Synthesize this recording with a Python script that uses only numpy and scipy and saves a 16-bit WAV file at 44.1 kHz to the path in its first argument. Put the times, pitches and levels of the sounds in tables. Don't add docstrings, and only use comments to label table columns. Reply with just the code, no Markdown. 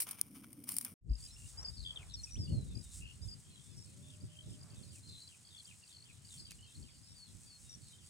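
import sys
import numpy as np
from scipy import signal
from scipy.fft import rfft, irfft, next_fast_len
from scipy.io import wavfile

SR = 44100
rng = np.random.default_rng(int(sys.argv[2]) if len(sys.argv) > 2 else 0)


def log_audio(samples):
    frames = np.atleast_2d(samples).T
    limited = np.clip(frames, -1, 1)
    pcm = np.round(limited * 32767).astype(np.int16)
    wavfile.write(sys.argv[1], SR, pcm)


N = 356769
TIME = np.arange(N) / SR
TENT_END_S, MOOR_START_S = .94, 1.01
CUTOFF_HZ = 15900

# (start [s], level [dB], decay [s])
SNAPS = [(.002, -23.5, 0.011), (.0185, -30, 0.012), (.089, -33, .003), (.11, -30, 0.0063),
         (.192, -42, .002), (.2133, -11, .0006), (.53, -38.5, 0.0021), (.639, -41, 0.0042),
         (.6905, -23, 0.0022), (.7065, -34, 0.0013), (.7405, -32.5, 0.0017), (.766, -24, 0.0032),
         (.7845, -19, 0.0017), (.811, -29.5, 0.0035), (.848, -26.5, 0.0034)]
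# (peak [s], decay [s], level [dB], dullness [dB per octave])
RUBS = [(0.082, 0.041, -45.5, 8), (.196, 0.017, -54.5, 8), (0.363, 0.019, -53.5, 7),
        (.446, 0.0034, -60, 11), (0.694, 0.021, -39, 4.5), (0.719, 0.086, -42, -3),
        (0.865, 0.021, -53.5, 9.5)]
RUB_RISE_S, RUSTLE_FLOOR_DB = 0.014, -60.5
# (frequency [Hz], width [Hz], level [dB])
FABRIC_RESONANCES = [(1295, 700, -21.5), (2330, 320, -14.5), (3090, 680, -17), (5530, 1570, -10.5),
                     (9430, 590, 5), (11140, 1500, -3.5), (13700, 1300, -5)]
# (time [s], frequency [Hz], level [dB])
DRONE = [(.03, 190, -73.5), (.35, 235, -55), (.52, 268, -60), (.92, 220, -59)]
# (frequency [Hz], level [dB])
TENT_COLOUR = [(50, -11.5), (100, 3.5), (260, -5.5), (450, -14.5)]

# (frequency [Hz], level [dB])
AIR_COLOUR = [(100, -17), (230, -11.5), (450, -14), (2800, -15), (5500, -13.5), (9000, -32.5)]
# (frequency [Hz], level [dB])
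FLUTTER_COLOUR = [(55, -30), (85, 1), (140, -3.5), (290, -18), (600, -35.5), (1500, -73)]
# (frequency [Hz], level [dB])
DEEP_COLOUR = [(25, -23), (54, 3.5), (105, -5), (250, -44.5)]
# (time [s], deep rumble level [dB], flutter level [dB])
BREEZE = [(1.25, -55.5, -62.5), (2.09, -58.5, -60.5), (2.7, -49.5, -65), (3.52, -72, -61.5),
          (4.75, -80, -56.5), (5.38, -81, -67.5), (8.09, -71.5, -64.5)]
# (peak [s], decay [s], deep rumble level [dB], flutter level [dB])
BUFFETS = [(1.112, 0.02, -43, -41), (2.409, 0.074, -66, -40), (2.53, 0.1, -45, -34),
           (2.768, 0.038, -59, -41), (3.24, 0.045, -45, -52.5), (4.248, 0.011, -72, -45.5),
           (4.489, 0.037, -56, -47.5), (4.739, 0.13, -63, -49.5), (6.39, 0.12, -62, -55.5),
           (6.8, 0.056, -61, -52)]
BUFFET_RISE_S = 0.039
# (frequency [Hz], level [dB])
GRASS_COLOUR = [(3500, -14), (6600, -3), (7400, 1.5), (8700, 2.5), (10500, -8.5), (11700, -17.5),
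                (16000, -20)]
# (middle [s], length [s], rise [dB])
SWISHES = [(1.25, 0.24, 7), (1.47, 0.31, 9.5), (2.252, 0.16, 8.5), (2.964, 0.18, 13), (4.96, 0.15, 7.5),
           (6.35, 0.18, 5.5)]

CHIPS_PER_S, RATTLE_NOTES_PER_S, RATTLE_SINK_HZ_PER_S = 52, 90, 6100
FLICK_SHARE, NARROW_SWEEP_HZ = 0.38, 764
# (time [s], notes [count], pitch [Hz], level [dB])
CHIPS = [(1.098, 4, 4920, -49), (1.186, 3, 4580, -57.5), (1.271, 3, 4040, -56.5), (1.367, 6, 2790, -58.5),
         (1.612, 2, 5660, -48), (1.931, 1, 3320, -55), (2.756, 4, 4890, -49.5), (2.912, 3, 3950, -59),
         (3.56, 4, 3260, -59), (4.211, 1, 4640, -59), (4.372, 3, 3100, -54.5), (4.595, 3, 4740, -60),
         (5.55, 4, 3360, -51), (5.93, 6, 4370, -57.5), (6.45, 5, 4750, -59.5)]
# (time [s], notes [count], pitch [Hz], level [dB])
BUZZES = [(1.23, 4, 5020, -51), (1.853, 6, 3300, -44.5), (2.312, 5, 5710, -51.5), (2.67, 7, 3700, -64.5),
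          (3.012, 11, 2830, -54), (3.77, 8, 5380, -58), (7.075, 6, 5330, -60), (7.697, 6, 5630, -53)]
# (time [s], notes [count], first pitch [Hz], level [dB])
RATTLES = [(1.772, 7.1, 4550, -52), (1.963, 2, 3360, -42.5), (1.997, 3.8, 2710, -57), (2.1, 5.7, 4000, -57),
           (4.105, 5.1, 3250, -63), (4.31, 6.5, 3230, -65.5), (4.52, 5.3, 3230, -62),
           (7.988, 5.9, 3220, -65)]
# (start [s], length [s], start pitch [Hz], end pitch [Hz], level [dB])
SWOOPS = [(1.572, 0.039, 4920, 5320, -43), (1.728, 0.075, 5350, 4800, -57),
          (2.137, 0.022, 6160, 4800, -40.5), (2.234, 0.017, 6310, 5070, -40),
          (2.38, 0.088, 5630, 4550, -47), (3.216, 0.046, 4900, 5450, -51.5), (4.017, 0.09, 3490, 3600, -64),
          (5.026, 0.28, 4190, 4060, -56), (5.08, 0.14, 3640, 3890, -64), (6.925, 0.086, 4740, 4730, -68)]
# (start [s], length [s], start pitch [Hz], level [dB])
SLURS = [(1.646, 0.021, 5080, -38.5), (1.674, 0.031, 4990, -40.5), (2.163, 0.064, 4470, -52),
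         (2.464, 0.18, 4660, -58), (3.281, 0.022, 5100, -47.5), (3.308, 0.041, 4990, -47.5),
         (6.382, 0.061, 5100, -54), (7.146, 0.13, 4770, -57), (7.458, 0.13, 4740, -59),
         (7.802, 0.067, 4630, -67)]
SLUR_SINK_HZ_PER_S = 4100
SWOOP_SAG_HZ = 46
# (time [s], level [dB])
REFRAINS = [(4.706, -63), (5.076, -59.5), (5.453, -58), (5.84, -61), (6.253, -57.5), (6.626, -63.5)]
REFRAIN_HZ, REFRAIN_BUZZ_HZ, REFRAIN_FLICK_HZ = 4610, 3670, 4330
TUMBLE_FROM_HZ, TUMBLE_TO_HZ = 3230, 2426
BUZZ_AFTER_S, FLICKS_AFTER_S, CHIP_AFTER_S, TUMBLE_AFTER_S = .055, 0.125, .203, .216
# (start [s], length [s], start pitch [Hz], end pitch [Hz], level [dB])
ANSWERS = [(1.305, 0.062, 5360, 5440, -60), (1.82, 0.065, 5050, 4670, -61.5),
           (2.353, .025, 2500, 3730, -56), (5.823, 0.024, 3130, 2620, -61.5)]
# (start [s], notes [count], pitch [Hz], level [dB])
PIPS = [(2.266, 2, 2540, -61.5), (2.471, 3, 2830, -59), (6.584, 4, 2940, -61), (6.659, 3, 2640, -68),
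        (7.928, 2, 3090, -61.5)]

# (peak [s], frequency [Hz], level [dB])
BUMPS = [(1.116, 53.2, -26), (2.53, 144, -35.5), (4.251, 113.6, -43)]
BUMP_RISE_S, BUMP_DECAY_S = 0.015, 0.024
# (middle [s], length [s], level [dB])
BRUSHES = [(1.626, 0.28, -66), (2.005, 0.31, -67.5), (4.693, 0.37, -72)]
# (start [s], level [dB], decay [s])
TICKS = [(6.508, -46, 0.0037), (6.5185, -41, 0.0011)]
# (time [s], frequency [Hz], level [dB])
CALL = [(3.85, 494, -82), (4.05, 593, -75.5), (4.55, 608, -76.5), (5.0, 564, -80.5)]


def from_db(db):
    return 10 ** (np.asarray(db) / 20)


def rms_one(x):
    return x / np.sqrt(np.mean(x ** 2) + 1e-20)


def in_time(rows):
    s, *columns = np.transpose(rows)
    return [np.interp(TIME, s, column) for column in columns]


def add(out, start_s, sound):
    at = max(int(start_s * SR), 0)
    out[at:at + len(sound)] += sound[:max(N - at, 0)]


def drift(rate):
    count = int(N / SR * rate) + 2
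    return np.interp(TIME * rate, np.arange(count), rng.standard_normal(count))


def swell(middle_s, length_s):
    return np.cos(np.pi * np.clip((TIME - middle_s) / length_s, -.5, .5)) ** 2


def surge(peak_s, rise_s, decay_s):
    age = TIME - peak_s
    return np.exp(-(np.minimum(age, 0) / rise_s) ** 2 - np.clip(age / decay_s, 0, 20))


def bursts(rows):
    out = np.zeros(N)
    for s, db, decay_s in rows:
        add(out, s, from_db(db) * np.exp(-TIME[:SR // 10] / decay_s))
    return out


def pan(pan_db):
    return from_db([[pan_db / 2], [-pan_db / 2]])


def place(x, lag_s, pan_db):
    delayed = np.interp(TIME - lag_s, TIME, x)
    return np.array([x, delayed]) * pan(pan_db)


def pair(alike):
    mid, side = rng.standard_normal((2, N))
    alike = np.clip(alike, -1, 1)
    return rms_one(np.sqrt(1 + alike) * mid + np.sqrt(1 - alike) * side * [[1], [-1]])


def noise(colour, alike):
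    hz, db = np.transpose(colour)
    size = next_fast_len(N)
    bins = np.maximum(np.fft.rfftfreq(size, 1 / SR), 1)
    gain = from_db(np.interp(np.log(bins), np.log(hz), db))
    gain = gain * np.minimum(bins / hz[0], 1) * np.minimum(hz[-1] / bins, 1) ** 2
    return rms_one(irfft(rfft(pair(alike), size) * gain, size)[:, :N])


def band(x, low_hz, high_hz):
    return signal.sosfilt(signal.butter(2, [low_hz, high_hz], "band", fs=SR, output="sos"), x)


def trill(notes, rate, first_hz, last_hz, note_s=0.0115, sweep_hz=900, turn_rate=66, vary_db=2, vary_hz=70):
    t = np.arange(int((notes / rate + note_s) * SR)) / SR
    sweep = sweep_hz * np.tanh((turn_rate - rate) / 20)
    out = np.zeros(len(t))
    for k, hz in enumerate(np.linspace(first_hz, last_hz, max(round(notes), 1))):
        age = np.clip(t - k / rate - note_s / 2, -note_s / 2, note_s / 2)
        note_hz = hz + vary_hz * rng.normal()
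        cycles = note_hz * age + sweep * age ** 2 / (2 * note_s) + rng.random()
        envelope = np.cos(np.pi * age / note_s) ** 2
        out += from_db(vary_db * rng.normal()) * envelope * np.sin(2 * np.pi * cycles)
    return out


def whistle(length_s, start_hz, middle_hz, end_hz, quiver_hz=60, quiver_rate=120, hook_hz=500, hook_s=0.00378):
    along = np.linspace(0, 1, int(length_s * SR))
    age = along * length_s
    draws = SR // 500
    unevenness = np.interp(age * quiver_rate, np.arange(draws), rng.standard_normal(draws))
    quiver = (1 + unevenness / 2) * np.sin(2 * np.pi * quiver_rate * age + unevenness)
    arc = np.polyval(np.polyfit([0, .5, 1], [start_hz, middle_hz, end_hz], 2), along)
    hz = arc + quiver_hz * quiver - hook_hz * np.exp(-age / hook_s)
    envelope = np.sqrt(np.abs(np.sin(np.pi * along)))
    return envelope * np.sin(2 * np.pi * np.cumsum(hz) / SR)


def glide(length_s, start_hz, end_hz):
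    return whistle(length_s, start_hz, (start_hz + end_hz) / 2 - SWOOP_SAG_HZ, end_hz)


def crinkle(level_db=1.0, grain_db=3.5, dull_db=5.0, pan_db=2):
    snaps = bursts(SNAPS) * pair(alike=0.18)
    rubs = [(from_db(RUSTLE_FLOOR_DB), dull_db)]
    for s, decay_s, db, dull in RUBS:
        rubs.append((from_db(db) * surge(s, RUB_RISE_S, decay_s), dull))
    rustle = rms_one(from_db(grain_db * drift(700))) * pair(alike=0.57)
    out = 0
    for hz, width_hz, db in FABRIC_RESONANCES:
        rubbing = sum(rub * from_db(dull * np.log2(9000 / hz)) for rub, dull in rubs)
        resonance = signal.iirpeak(hz, hz / width_hz, fs=SR)
        out = out + from_db(db + level_db) * signal.lfilter(*resonance, snaps + rustle * rubbing)
    return out * pan(pan_db)


def drone(width_hz=130):
    hz, db = in_time(DRONE)
    turn = 2 * np.pi * np.cumsum(hz) / SR
    return from_db(db) * (drift(width_hz) * np.cos(turn) + drift(width_hz) * np.sin(turn))


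def tent_wind(level_db=-64):
    return from_db(level_db) * noise(TENT_COLOUR, alike=0.63)


def moor_air(level_db=-71):
    return from_db(level_db) * noise(AIR_COLOUR, alike=0.06)


def wind(breeze_db=2, buffet_db=-1, lumpy_db=4.5, pan_db=2):
    deep, flutter = from_db(breeze_db) * from_db(in_time(BREEZE))
    for s, decay_s, deep_db, flutter_db in BUFFETS:
        push = from_db(buffet_db) * surge(s, BUFFET_RISE_S, decay_s) * pan(pan_db)
        deep = np.hypot(deep, from_db(deep_db) * push)
        flutter = np.hypot(flutter, from_db(flutter_db) * push)
    lumps = from_db(lumpy_db * np.array([drift(20), drift(17)]))
    return lumps * (flutter * noise(FLUTTER_COLOUR, alike=0.18) + deep * noise(DEEP_COLOUR, alike=0.22))


def far_larks(level_db=-73, trill_share=.5, spread_db=3.5, low_hz=2650, high_hz=5300,
              lag_spread_s=0.00047, count=6):
    out = np.zeros((2, N))
    for lag_s in np.linspace(-1, 1, count) * lag_spread_s:
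        song = np.zeros(N)
        for s in np.arange(MOOR_START_S, N / SR, .2):
            when, pitch, slope, pace, kind = rng.random(size=5)
            hz = low_hz + pitch * (high_hz - low_hz)
            end_hz = hz * (1 - 0.15 * slope)
            if kind < trill_share:
                phrase = trill(4 * (1 + pace), 48 * (1 + pace), hz, end_hz)
            else:
                phrase = whistle((1 + pace) / 20, hz, (hz + end_hz) / 2, end_hz)
            loudness = hz / np.sqrt(low_hz * high_hz)
            strength = from_db(level_db + spread_db * rng.normal()) * loudness
            add(song, s + when / 10, strength * phrase)
        out += place(song, lag_s, pan_db=0)
    return out


def scatter(x, t60):
    t = TIME[:SR // 2]
    tail = rng.standard_normal((2, len(t))) * from_db(-60 * t / t60)
    return signal.fftconvolve(x, rms_one(tail) / np.sqrt(len(t)), axes=1)[:, :N]


def grass(level_db=-65, flicker_db=2.0, grain_db=2.02):
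    rise = sum(db * swell(s, length_s) for s, length_s, db in SWISHES)
    level = level_db + rise + flicker_db * drift(20) + grain_db * drift(400)
    return from_db(level) * noise(GRASS_COLOUR, alike=0.99)


def near_larks(trill_db=2.0, whistle_db=-1, lead_s=.0058, flutter_db=2.5):
    trills, whistles = np.zeros((2, N))
    for rows, sing in ((CHIPS, chips), (BUZZES, buzz), (RATTLES, rattle)):
        for s, notes, hz, db in rows:
            add(trills, s - lead_s, from_db(db) * sing(notes, hz))
    for s, db in REFRAINS:
        add(trills, s - lead_s, from_db(db) * refrain())
    for s, *shape, db in SWOOPS:
        add(whistles, s, from_db(db) * glide(*shape))
    for s, length_s, hz, db in SLURS:
        add(whistles, s, from_db(db) * glide(length_s, hz, hz - SLUR_SINK_HZ_PER_S * length_s))
    song = from_db(trill_db) * trills + from_db(whistle_db) * whistles
    return place(song * from_db(flutter_db * drift(200)), lag_s=0.00048, pan_db=3.5)


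def chips(notes, hz, sweep_share=0.15):
    return trill(notes, CHIPS_PER_S, hz, hz, sweep_hz=sweep_share * hz)


def bumps(pan_db=7.0):
    thuds = np.zeros(N)
    for s, hz, db in BUMPS:
        thuds += from_db(db) * surge(s, BUMP_RISE_S, BUMP_DECAY_S) * np.sin(2 * np.pi * hz * (TIME - s))
    return thuds * pan(pan_db)


def buzz(notes, hz):
    return trill(notes, RATTLE_NOTES_PER_S, hz, hz, sweep_hz=NARROW_SWEEP_HZ)


def second_lark(level_db=1):
    song = np.zeros(N)
    for s, *shape, db in ANSWERS:
        add(song, s, from_db(db) * glide(*shape))
    for s, notes, hz, db in PIPS:
        pips = trill(notes, CHIPS_PER_S, hz, hz, note_s=1 / CHIPS_PER_S, sweep_hz=-NARROW_SWEEP_HZ / 2)
        add(song, s, from_db(db) * pips)
    return from_db(level_db) * song


def handling():
    brushing = sum(from_db(db) * swell(s, length_s) for s, length_s, db in BRUSHES)
    brushes = brushing * rms_one(band(pair(alike=0.78), 390, 1530))
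    ticks = bursts(TICKS) * rms_one(band(pair(alike=0.83), 2600, 11000))
    return brushes + ticks


def rattle(notes, hz):
    sink_hz = RATTLE_SINK_HZ_PER_S * notes / RATTLE_NOTES_PER_S
    return trill(notes, RATTLE_NOTES_PER_S, hz, hz - sink_hz, sweep_hz=FLICK_SHARE * hz)


def far_call():
    hz, db = in_time(CALL)
    sounding = (TIME > CALL[0][0]) & (TIME < CALL[-1][0])
    tone = np.sin(2 * np.pi * np.cumsum(hz + 10 * drift(12)) / SR)
    return sounding * from_db(db + 2 * drift(54)) * tone


def refrain(buzz_db=-3, flicks_db=3, lone_db=5, tumble_db=-1.0):
    out = np.zeros(SR)
    flicks = trill(2, CHIPS_PER_S, REFRAIN_FLICK_HZ, REFRAIN_FLICK_HZ,
                   note_s=1 / CHIPS_PER_S, sweep_hz=-NARROW_SWEEP_HZ * 2)
    tumble = trill(6, RATTLE_NOTES_PER_S, TUMBLE_FROM_HZ, TUMBLE_TO_HZ, sweep_hz=NARROW_SWEEP_HZ)
    add(out, 0, chips(3, REFRAIN_HZ, FLICK_SHARE))
    add(out, BUZZ_AFTER_S, from_db(buzz_db) * rattle(7, REFRAIN_BUZZ_HZ))
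    add(out, FLICKS_AFTER_S, from_db(flicks_db) * flicks)
    add(out, CHIP_AFTER_S, from_db(lone_db) * chips(1, REFRAIN_HZ, FLICK_SHARE))
    add(out, TUMBLE_AFTER_S, from_db(tumble_db) * tumble)
    return out


def scene(echo_db=-9.5, fade_s=0.18):
    tent = crinkle() + drone() + tent_wind()
    near, far = near_larks() + second_lark(), far_larks()
    echo = scatter(from_db(echo_db) * (near + 2 * far), t60=0.19)
    moor = near + far + echo + grass() + moor_air() + far_call() + handling()
    fade_in = np.clip((TIME - MOOR_START_S) / fade_s, 0, 1)
    return tent * (TIME < TENT_END_S) + moor * fade_in ** 2 + wind() * np.sqrt(fade_in) + bumps()


def record(dry):
    return signal.sosfilt(signal.ellip(10, .1, 70, CUTOFF_HZ, fs=SR, output="sos"), dry)


dry = scene()
out = record(dry)
log_audio(out)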